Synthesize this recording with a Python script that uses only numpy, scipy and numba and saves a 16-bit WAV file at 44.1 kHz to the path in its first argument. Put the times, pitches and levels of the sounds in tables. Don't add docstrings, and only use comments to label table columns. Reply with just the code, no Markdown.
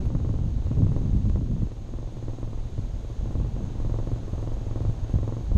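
import sys
import numpy as np
from scipy import signal
from scipy.fft import rfft, irfft
from scipy.io import wavfile
from scipy.ndimage import uniform_filter1d
from numba import njit

SR = 44100
rng = np.random.default_rng(int(sys.argv[2]) if len(sys.argv) > 2 else 0)


def master_out(mix):
    frames = np.transpose(np.atleast_2d(mix))
    ceiling = np.clip(frames, -1, 1)
    pcm = np.round(ceiling * 32767).astype(np.int16)
    wavfile.write(sys.argv[1], SR, pcm)


def voltage_ratio(level):
    return 10 ** (np.asarray(level, float) / 20)


N = 245637

# start_s [s], level_db [dB]
AIRSPEED = [
    (0.0, -59.5),
    (0.08, -62),
    (1.19, -61),
    (1.42, -63),
    (3.59, -60.5),
    (4.82, -60),
    (5.5, -61),
    (5.55, -61.5),
]
# pitch_hz [Hz], density_db [dB per Hz]
RUSH_COLOUR = [(200, 3), (400, 4.5), (800, -1.5), (1100, -9), (1500, -13.5), (2100, -20)]
# pitch_hz [Hz], density_db [dB per Hz]
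HISS_COLOUR = [(880, -32.5), (1500, -9), (2430, -6), (3930, -2.5), (5050, -9.5), (5960, -8.5), (6480, -2.5),
               (7240, -12), (9210, -18), (10200, -25), (12100, -21), (13700, -26.5)]
# start_s [s], peak_db [dB]
TICKS = [
    (1.298, -26),
    (3.735, -41),
]
# start_s [s], strength_db [dB], finer_share_db [dB]
GUST = [(0, -25.5, -9.5), (.3, -33.5, -3.5), (.55, -24, -16), (.9, -27.5, -6), (1.15, -26.5, -7),
        (1.62, -26.5, -10), (1.72, -31.5, -16), (2.3, -34.5, -14.5), (2.65, -34.5, -14.5),
        (2.82, -28, -15.5), (3.1, -31.5, -20.5), (3.42, -31.5, -7), (3.72, -32.5, -11), (4.1, -34, -11),
        (4.6, -31.5, -14.5), (4.98, -32.5, -13), (5.35, -36, -10.5), (5.57, -17.5, -30)]
# pitch_hz [Hz], density_db [dB per Hz]
EDDY_COLOUR = [(15, 0), (32, -1), (75, -2), (110, 1.5), (170, -4.5), (250, -4), (350, -14.5), (550, -25),
               (800, -46)]
# centre_s [s], height_db [dB], half_width_ms [ms]
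PUSHES = [(0.008, -22, 22), (0.021, -21, 2.8), (0.051, -21, 2.6), (0.066, -15, 3.3),
          (0.075, -19, 2.2), (0.215, -21, 2.2), (0.229, -16.5, 3.3), (0.278, -18.5, 1.9),
          (0.3, -15.5, 3.9), (0.341, -22, 4.4), (0.356, -13.5, 2.5), (0.392, -20, 2.5),
          (0.417, -15.4, 3.3), (0.438, -18.5, 3), (0.45, -16, 5.4), (0.48, -15.3, 2.4),
          (0.525, -12.5, 4), (0.566, -13.5, 3.1), (0.603, -12, 3.3), (0.659, -13.3, 2.7),
          (0.713, -12.5, 1.7), (0.76, -16, 3.6), (0.776, -19, 1.9), (0.797, -13, 2.4),
          (0.833, -8.5, 2.4), (0.864, -13.5, 2.9), (0.895, -14, 2.5), (0.909, -17.5, 2.4),
          (0.967, -15, 2.8), (1.002, -13.5, 7.5), (1.054, -10.5, 2.1), (1.063, -14.5, 3.1),
          (1.097, -14, 1.5), (1.118, -13, 4.6), (1.151, -8, 1.53), (1.166, -10.5, 3.3),
          (1.182, -19, 4.9), (1.205, -14, 2.8), (1.229, -19, 2.1), (1.281, -12, 1.8),
          (1.336, -13.5, 3.3), (1.366, -16.4, 1.5), (1.376, -13.4, 2), (1.44, -12, 3.7),
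          (1.468, -19.5, 7.5), (1.474, -19, 3), (1.553, -18, 2.7), (1.601, -19.7, 5.6),
          (1.625, -21, 4.9), (1.632, -11.5, 2.2), (1.657, -18, 3.2), (1.812, -27, 3.3),
          (1.966, -22, 3.7), (2.06, -20.5, 6.4), (2.167, -27.3, 5), (2.19, -23.3, 8.5),
          (2.326, -23.5, 8.7), (2.439, -23, 3.9),
          (2.535, -29, 8.3), (2.586, -17, 3.1), (2.737, -24.5, 3.6), (2.78, -22.7, 2.1),
               (2.789, -15.1, 2.16), (2.84, -25, 2.5), (2.914, -30, 6.4), (3.038, -21.4, 5.4),
               (3.063, -22.5, 4.4), (3.194, -16.5, 5.3), (3.238, -20.5, 6.6), (3.264, -24, 6.7),
               (3.644, -20.5, 7), (3.71, -25, 5.8), (3.763, -26, 6.5), (3.951, -29, 7.3), (4.077, -28, 1.5),
               (4.145, -20.5, 5.5), (4.182, -25, 4.4), (4.24, -23, 10), (4.379, -18.5, 3.4),
               (4.418, -23, 6.5), (4.467, -25, 2.5), (4.67, -20, 5.6), (4.715, -20.1, 6.3),
               (4.832, -21, 7.6), (4.854, -19.5, 5.4), (4.884, -14.5, 3.3), (4.894, -10, 2.05),
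               (4.901, -17, 1.9), (4.929, -20.3, 4.6), (4.981, -20.5, 3.5), (5.029, -15.5, 3.3),
               (5.038, -11.5, 4.6), (5.153, -16, 2.7), (5.164, -26, 10), (5.295, -24, 5.5),
               (5.347, -26, 6.3), (5.5, -19.5, 3.6), (5.56, -17, 4.3), (5.561, -11.5, 1.7)]
# centre_s [s], depth_db [dB], half_width_ms [ms]
PULLS = [(0.006, -17, 1.53), (0.078, -17, 7), (0.091, -20.3, 3.8), (0.109, -21.5, 5.8),
         (0.152, -14, 1.4), (0.165, -14.5, 1.7), (0.169, -19.7, 5.1), (0.235, -20, 3.7),
         (0.247, -18.5, 2.8), (0.299, -13, 1.65), (0.367, -20, 2.7), (0.377, -19.2, 2.5),
         (0.459, -22, 1.9), (0.465, -17, 1.5), (0.506, -18, 4.6), (0.666, -22, 2.3),
         (0.686, -19.4, 2.3), (0.707, -19, 4.8), (0.789, -13, 5.5), (0.805, -13, 1.43),
         (0.837, -14.5, 2.5), (0.847, -9, 1.6), (0.879, -19, 2.3), (0.934, -22, 3.4),
         (0.946, -19, 4.1), (0.95, -17, 2), (1.033, -18, 3.8), (1.039, -13, 2.2), (1.08, -14, 2.5),
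         (1.133, -11.5, 2.2), (1.246, -11.5, 2.6), (1.266, -11, 3.3), (1.274, -10, 1.9),
         (1.293, -22, 3.3), (1.304, -9.5, 3.7), (1.353, -7.5, 3.2), (1.399, -16, 3.1),
         (1.445, -22, 2.5), (1.518, -14.9, 3.7), (1.574, -19, 1.9), (1.734, -27.5, 8.2),
         (1.783, -24, 3.8), (1.84, -23.5, 5.7), (1.994, -20.5, 8.4), (2.041, -26, 8.6),
         (2.142, -25, 4.2), (2.254, -32, 10), (2.346, -35, 4.4), (2.41, -29, 3.5), (2.46, -23, 8),
         (2.557, -21, 4.2), (2.606, -20, 8.4), (2.633, -23, 2.7), (2.658, -18.8, 4.5),
              (2.768, -20, 3.4), (2.794, -16, 1.43), (2.804, -20, 3.8), (2.852, -20, 5.4),
              (2.939, -17.5, 2.7), (2.96, -19.5, 3.8), (2.989, -27, 5.1), (3.23, -16, 2.5),
              (3.306, -18.8, 2.1), (3.351, -16, 7.5), (3.385, -11, 2.4), (3.401, -14.5, 5.7),
              (3.449, -12.5, 3.4), (3.471, -20, 2.6), (3.488, -24, 3), (3.54, -18.5, 4.4),
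              (3.569, -16.3, 4.7), (3.589, -28, 5.8), (3.678, -20, 4), (3.79, -17, 5.2),
              (3.807, -16.5, 2.3), (3.831, -18.5, 7.5), (3.874, -18.5, 5.1), (3.899, -17.5, 4.6),
              (3.923, -14, 3), (4.017, -17.7, 4.9), (4.046, -24.0, 6.1), (4.087, -21, 3.1), (4.128, -21, 3),
              (4.135, -17.5, 2.9), (4.333, -13.5, 2), (4.358, -20.6, 4.4), (4.387, -25, 2.4),
              (4.436, -26, 2.8), (4.504, -25, 7.5), (4.543, -21, 5), (4.583, -17, 4.6), (4.606, -23.5, 9.5),
              (4.769, -24, 2.3), (4.813, -16, 3.3), (4.905, -14, 8.3), (5.11, -21, 4.9), (5.137, -16, 1.95),
              (5.141, -7.5, 1.98), (5.161, -8, 2.3), (5.175, -14, 3.1), (5.219, -14.5, 2.8),
              (5.237, -20, 4.8), (5.449, -21, 4.2), (5.469, -19.2, 4.4), (5.488, -23, 7.5),
              (5.514, -14.5, 2.4), (5.532, -18, 5.3), (5.554, -7, 2.25),
         (5.571, -23.5, 1.6),
]
# start_s [s], strength_db [dB], extra_crack_db [dB]
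SNAPS = [(0.05, -36.5, 1.5), (0.1, -33, 1.5), (0.148, -29, 1.5), (0.198, -35, 1.5),
         (0.245, -31.5, 1.5), (0.289, -31.5, 1), (0.338, -32, -1), (0.386, -35, 3), (0.437, -40, -3),
         (0.485, -38.5, -2), (0.581, -43.5, 1.5), (0.62, -41, -1), (0.666, -32, -1), (0.712, -31, -1),
         (0.768, -33.5, -2), (0.818, -31, 0), (0.865, -30.5, -0.5), (0.916, -31, 2.5),
         (0.961, -27, -2.5), (1.014, -37, -1), (1.056, -35, -1), (1.176, -47, 1.5), (1.252, -37, 1.5),
         (1.296, -34, -10), (1.356, -29.5, 1), (1.408, -38, 2), (1.457, -43, 7), (1.512, -37, 2),
         (1.562, -39, 4), (1.618, -36, 3), (1.668, -39, 1.5), (1.715, -37.5, 1.5), (1.766, -45, 4),
         (1.807, -49, -2), (1.859, -48, -1),
         (1.888, -37, -1.5), (1.935, -32.5, -1.5), (1.984, -34.5, -1.5), (2.026, -36.5, -1.5),
             (2.072, -38, -1.5), (2.121, -41.5, -1.5), (2.167, -36, -1.5), (2.224, -35, -1.5),
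             (2.28, -30.5, -1.5), (2.331, -35, -1.5), (2.383, -35, -1.5), (2.427, -31.5, -1.5),
             (2.473, -37, -1.5), (2.529, -34, -1.5), (2.573, -38.5, -1.5), (2.627, -44, -1.5),
             (2.73, -42.5, -1.5), (2.777, -34.5, -1.5), (2.871, -46, -1.5),
         (2.961, -50, -1.5), (3.045, -38, -1.5), (3.098, -34, -1.5), (3.208, -39.5, -1.5),
              (3.255, -33, -1.5), (3.306, -34, -1.5), (3.351, -31, -1.5), (3.398, -30.5, -1.5),
              (3.444, -32.5, -1.5), (3.486, -47, -1.5), (3.562, -34, -1.5), (3.603, -35.5, -1.5),
              (3.65, -38, -1.5), (3.701, -44, -1.5), (3.751, -38, -1.5), (3.799, -33, -1.5),
              (3.846, -31, -1.5), (3.894, -30, -1.5), (3.939, -27.5, -1.5), (3.985, -28, -1.5),
              (4.026, -36, -1.5), (4.07, -29, -1.5), (4.114, -30.5, -1.5), (4.158, -34.5, -1.5),
              (4.23, -38.5, -1.5), (4.278, -34, -1.5), (4.333, -33.5, -1.5), (4.378, -30.5, -1.5),
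              (4.425, -31, -1.5), (4.472, -28, -1.5), (4.516, -32, -1.5), (4.566, -34, -1.5),
              (4.611, -37, -1.5), (4.664, -37, -1.5), (4.708, -33, -1.5), (4.756, -29, -1.5),
              (4.803, -30, -1.5), (4.848, -29.5, -1.5), (4.895, -33, -1.5), (4.939, -46, -1.5),
              (4.987, -41.5, -1.5), (5.042, -35, -1.5), (5.093, -35.5, -1.5), (5.138, -31.5, -1.5),
              (5.184, -30, -1.5), (5.228, -30, -1.5), (5.275, -27.5, -1.5), (5.321, -29.5, -1.5),
              (5.365, -31, -1.5), (5.407, -36, -1.5), (5.464, -44.5, -1.5), (5.514, -30, -1.5),
         (5.561, -30, 0.1),
]
# pitch_hz [Hz], width_hz [Hz], level_db [dB]
FRAME_MODES = [(111.5, 9.4, 24.5), (251.2, 22.6, 7), (269.3, 14, 0.5), (318.4, 45, 7.5)]
# pitch_hz [Hz], width_hz [Hz], level_db [dB]
CLOTH_MODES = [(454, 175, 4), (534, 20, 2), (614, 59, -4.5), (710, 13, -3), (1068, 80, 12.5)]
# pitch_hz [Hz], width_hz [Hz], level_db [dB]
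EDGE_MODES = [(930, 230, 10), (1310, 350, 6), (1885, 290, 8.5)]
# pitch_hz [Hz], density_db [dB per Hz]
RUSTLE_COLOUR = [(250, -11), (450, 8.5), (850, 8.5), (1250, -3), (1650, -30.5), (3000, -39.5)]
COARSE_S = [.09, .6, .66, 1.72, 1.84, 1.97, 2.61, 2.74, 2.96, 3.19, 3.45, 3.57, 3.8, 4.03, 5.05]


def level(x, db):
    return x * voltage_ratio(db) / np.sqrt(np.mean(x ** 2))


@njit
def bandpass(x, hz, width):
    y, band, low = np.empty(len(x)), 0., 0.
    g, damping = np.tan(np.pi * hz / SR), width / hz
    for i in range(len(x)):
        v = (band + g * (x[i] - low)) / (1 + g * (g + damping))
        band, low = 2 * v - band, low + 2 * g * v
        y[i] = damping * v
    return y


def ring(x, modes):
    drive = x + 1e-18
    return sum(voltage_ratio(db) * bandpass(drive, 1. * hz, 1. * width) for hz, width, db in modes)


def curves(table):
    s, *columns = np.transpose(table)
    return [np.interp(np.arange(N) / SR, s, column) for column in columns]


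def walk(rate):
    hold = int(SR / rate)
    steps = np.repeat(rng.standard_normal(N // hold + 1), hold)
    return 1.3 * uniform_filter1d(uniform_filter1d(steps, hold), hold)[:N]


def noise(colour, lo_hz=0, hi_hz=SR):
    hz = np.fft.rfftfreq(N, 1 / SR) + 1
    points = np.array(colour)
    gain = voltage_ratio(np.interp(np.log(hz), np.log(points[:, 0]), points[:, 1]))
    edges = 1 / np.sqrt((1 + (lo_hz / hz) ** 8) * (1 + (hz / hi_hz) ** 8))
    return irfft(rfft(rng.standard_normal(N)) * gain * edges, N)


def strikes(seconds, db):
    x = np.zeros(N)
    x[np.clip((np.asarray(seconds) * SR).astype(int), 0, N - 1)] = voltage_ratio(np.asarray(db))
    return x


def shape(x, kernel, lead=0):
    return signal.fftconvolve(x, kernel)[lead:N + lead]


def even(x, span_s, share):
    power = uniform_filter1d(x ** 2, int(span_s * SR))
    return x / power ** (np.clip(share, 0, 1) / 2)


def airflow():
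    hiss_db, = curves(AIRSPEED)
    rush_db = -52 + 1.82 * (hiss_db + 60.5)
    hiss = level(noise(HISS_COLOUR), 0.17) * voltage_ratio(hiss_db + 0.3 * walk(14))
    tone = bandpass(rng.standard_normal(N), 6470.0, 160.0)
    whistle = level(tone, -14.0) * voltage_ratio(hiss_db + 2.0 * walk(10))
    rush = level(noise(RUSH_COLOUR, 243, 2800), 2.7) * voltage_ratio(rush_db + 0.5 * walk(22))
    return hiss + whistle + rush


def rigging():
    s, db = np.transpose(TICKS)
    t = np.arange(300) / SR
    step = shape(strikes(s, db), -np.exp(-t / .00025) * (1 - np.exp(-t / .00008)))
    ping_s, ping_db, ping_hz, width_hz = 4.4205, -32, 8300, 1800
    blow = strikes([ping_s], [ping_db])
    for hz in (ping_hz, ping_hz * .55):
        mode = [(hz, width_hz, 0)]
        step = step + ring(ring(blow, mode), mode)
    return step


def eddy_levels():
    buffet_offset_db, small_offset_db, small_follows = 4, -3, 0.92
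    gust_db, finer_share_db = curves(GUST)
    fine_db = gust_db + finer_share_db
    small_db = fine_db.mean() + small_follows * (fine_db - fine_db.mean())
    steady = gust_db, fine_db + buffet_offset_db, small_db + small_offset_db
    return [db + patchy_db * walk(40) for db, patchy_db in zip(steady, (.7, 2.4, 2.4))]


def eddies():
    rumble_db, buffet_db, small_db = eddy_levels()
    puff = walk(35)
    rumble = even(noise(EDDY_COLOUR, 12, 72), .07, .7)
    buffet = even(noise(EDDY_COLOUR, 72, 190), .05, .75)
    small = even(noise(EDDY_COLOUR, 190, 700), .04, .7)
    return (level(rumble, -5.0) * voltage_ratio(rumble_db + 0.2 * puff)
            + level(buffet, -0.3) * voltage_ratio(buffet_db + 3.1 * puff)
            + level(small, -1.9) * voltage_ratio(small_db + 1.77 * puff + 1.2 * walk(64)))


def bursts():
    pushes = PUSHES
    pulls = PULLS
    t, out = np.arange(N) / SR, np.zeros(N)
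    for sign, table in ((1, pushes), (-1, pulls)):
        for s, db, half_ms in table:
            near = slice(max(int((s - .05) * SR), 0), int((s + .05) * SR))
            widths = (t[near] - s) * 1000 / half_ms
            core = np.exp(-widths ** 2)
            surround = np.exp(-(widths / 3) ** 2) / 3
            out[near] += sign * voltage_ratio(db) * (core - surround)
    return out


def flaps():
    s, db, extra_db = np.transpose(SNAPS)
    db = db + 4.5
    over_usual_db = db + 30
    ring_db = 2.5 - 0.15 * over_usual_db + 1 * rng.standard_normal(len(s))
    crack_db = -25.5 + 0.05 * over_usual_db + extra_db
    return s, db, ring_db, crack_db


def sail(delay_s=0.00302):
    s, db, ring_db, crack_db = flaps()
    s = s + delay_s
    snaps = strikes(s, db)

    t = np.arange(-100, 100) / SR
    suction = -np.exp(-(t / 0.0005) ** 2)
    return_s = s + 0.013 + .0012 * rng.standard_normal(len(s))
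    returns = strikes(return_s, db - 12.5)
    cloth = ring(shape(snaps + returns, suction, lead=100), CLOTH_MODES)
    frame = ring(shape(strikes(s, db + ring_db), suction, lead=100), FRAME_MODES)

    flick = np.exp(-(t / .0002) ** 2)
    taut = strikes(s + 0.00058, db + crack_db + 9.5)
    slack = strikes(s + .0101, db + crack_db + 8.5 - 8)
    crack = ring(shape(taut + slack, flick, lead=100), EDGE_MODES)

    t = np.arange(2500) / SR
    swing_back = shape(snaps, np.exp(-((t - .016) / 0.0087) ** 2))
    rustle = level(noise(RUSTLE_COLOUR), -22.5) * swing_back * voltage_ratio(1.0 * walk(150))

    t = np.arange(-1000, 2000) / SR
    lean_in = voltage_ratio(-3.5) * np.exp(-((t - 0.0088) / 0.01) ** 2)
    pull_out = voltage_ratio(-1) * np.exp(-((t - 0.021) / 0.0083) ** 2)
    sway = shape(snaps, lean_in - pull_out, lead=1000)
    return cloth + frame + crack + rustle + sway


def scene():
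    return (airflow() + rigging() + eddies() + bursts() + sail())[None]


def sparse(x, size, top_hz):
    fine = size > 1000
    hz, s, z = signal.stft(x, SR, nperseg=size, window="cosine")
    power = uniform_filter1d(abs(z) ** 2, 2 if fine else 1, axis=0)
    usual = uniform_filter1d(uniform_filter1d(power, size // 64, axis=0), 16384 // size, axis=1)
    bar = (.8 if fine else 1.1) * np.clip((hz[:, None] - 9000) / 1000 + .5, 0, 1)
    below_top = hz[:, None] < np.interp(s * SR, np.arange(N), top_hz)
    keep = (power > bar * usual) & below_top
    return signal.istft(z * keep, SR, nperseg=size, window="cosine")[1][:N]


def band_limit(x):
    return signal.sosfilt(signal.butter(12, 14040, fs=SR, output="sos"), x)


def record(dry):
    t = np.arange(N) / SR
    faded = dry[0] * np.minimum(t / .004, 1) ** 2
    blocked = signal.sosfilt(signal.butter(1, 8, "high", fs=SR, output="sos"), faded)
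    top_hz = np.where(t < 5.54, 13800 + 170 * walk(14), SR)
    coarse = np.max([np.clip(3 - abs(t - s) / .012, 0, 1) for s in COARSE_S], axis=0)
    long_blocks = sparse(blocked, size=2048, top_hz=top_hz)
    short_blocks = sparse(blocked, size=256, top_hz=top_hz)
    thinned = (1 - coarse) * long_blocks + coarse * short_blocks
    return band_limit(thinned[None])


dry = scene()
out = record(dry)
master_out(out)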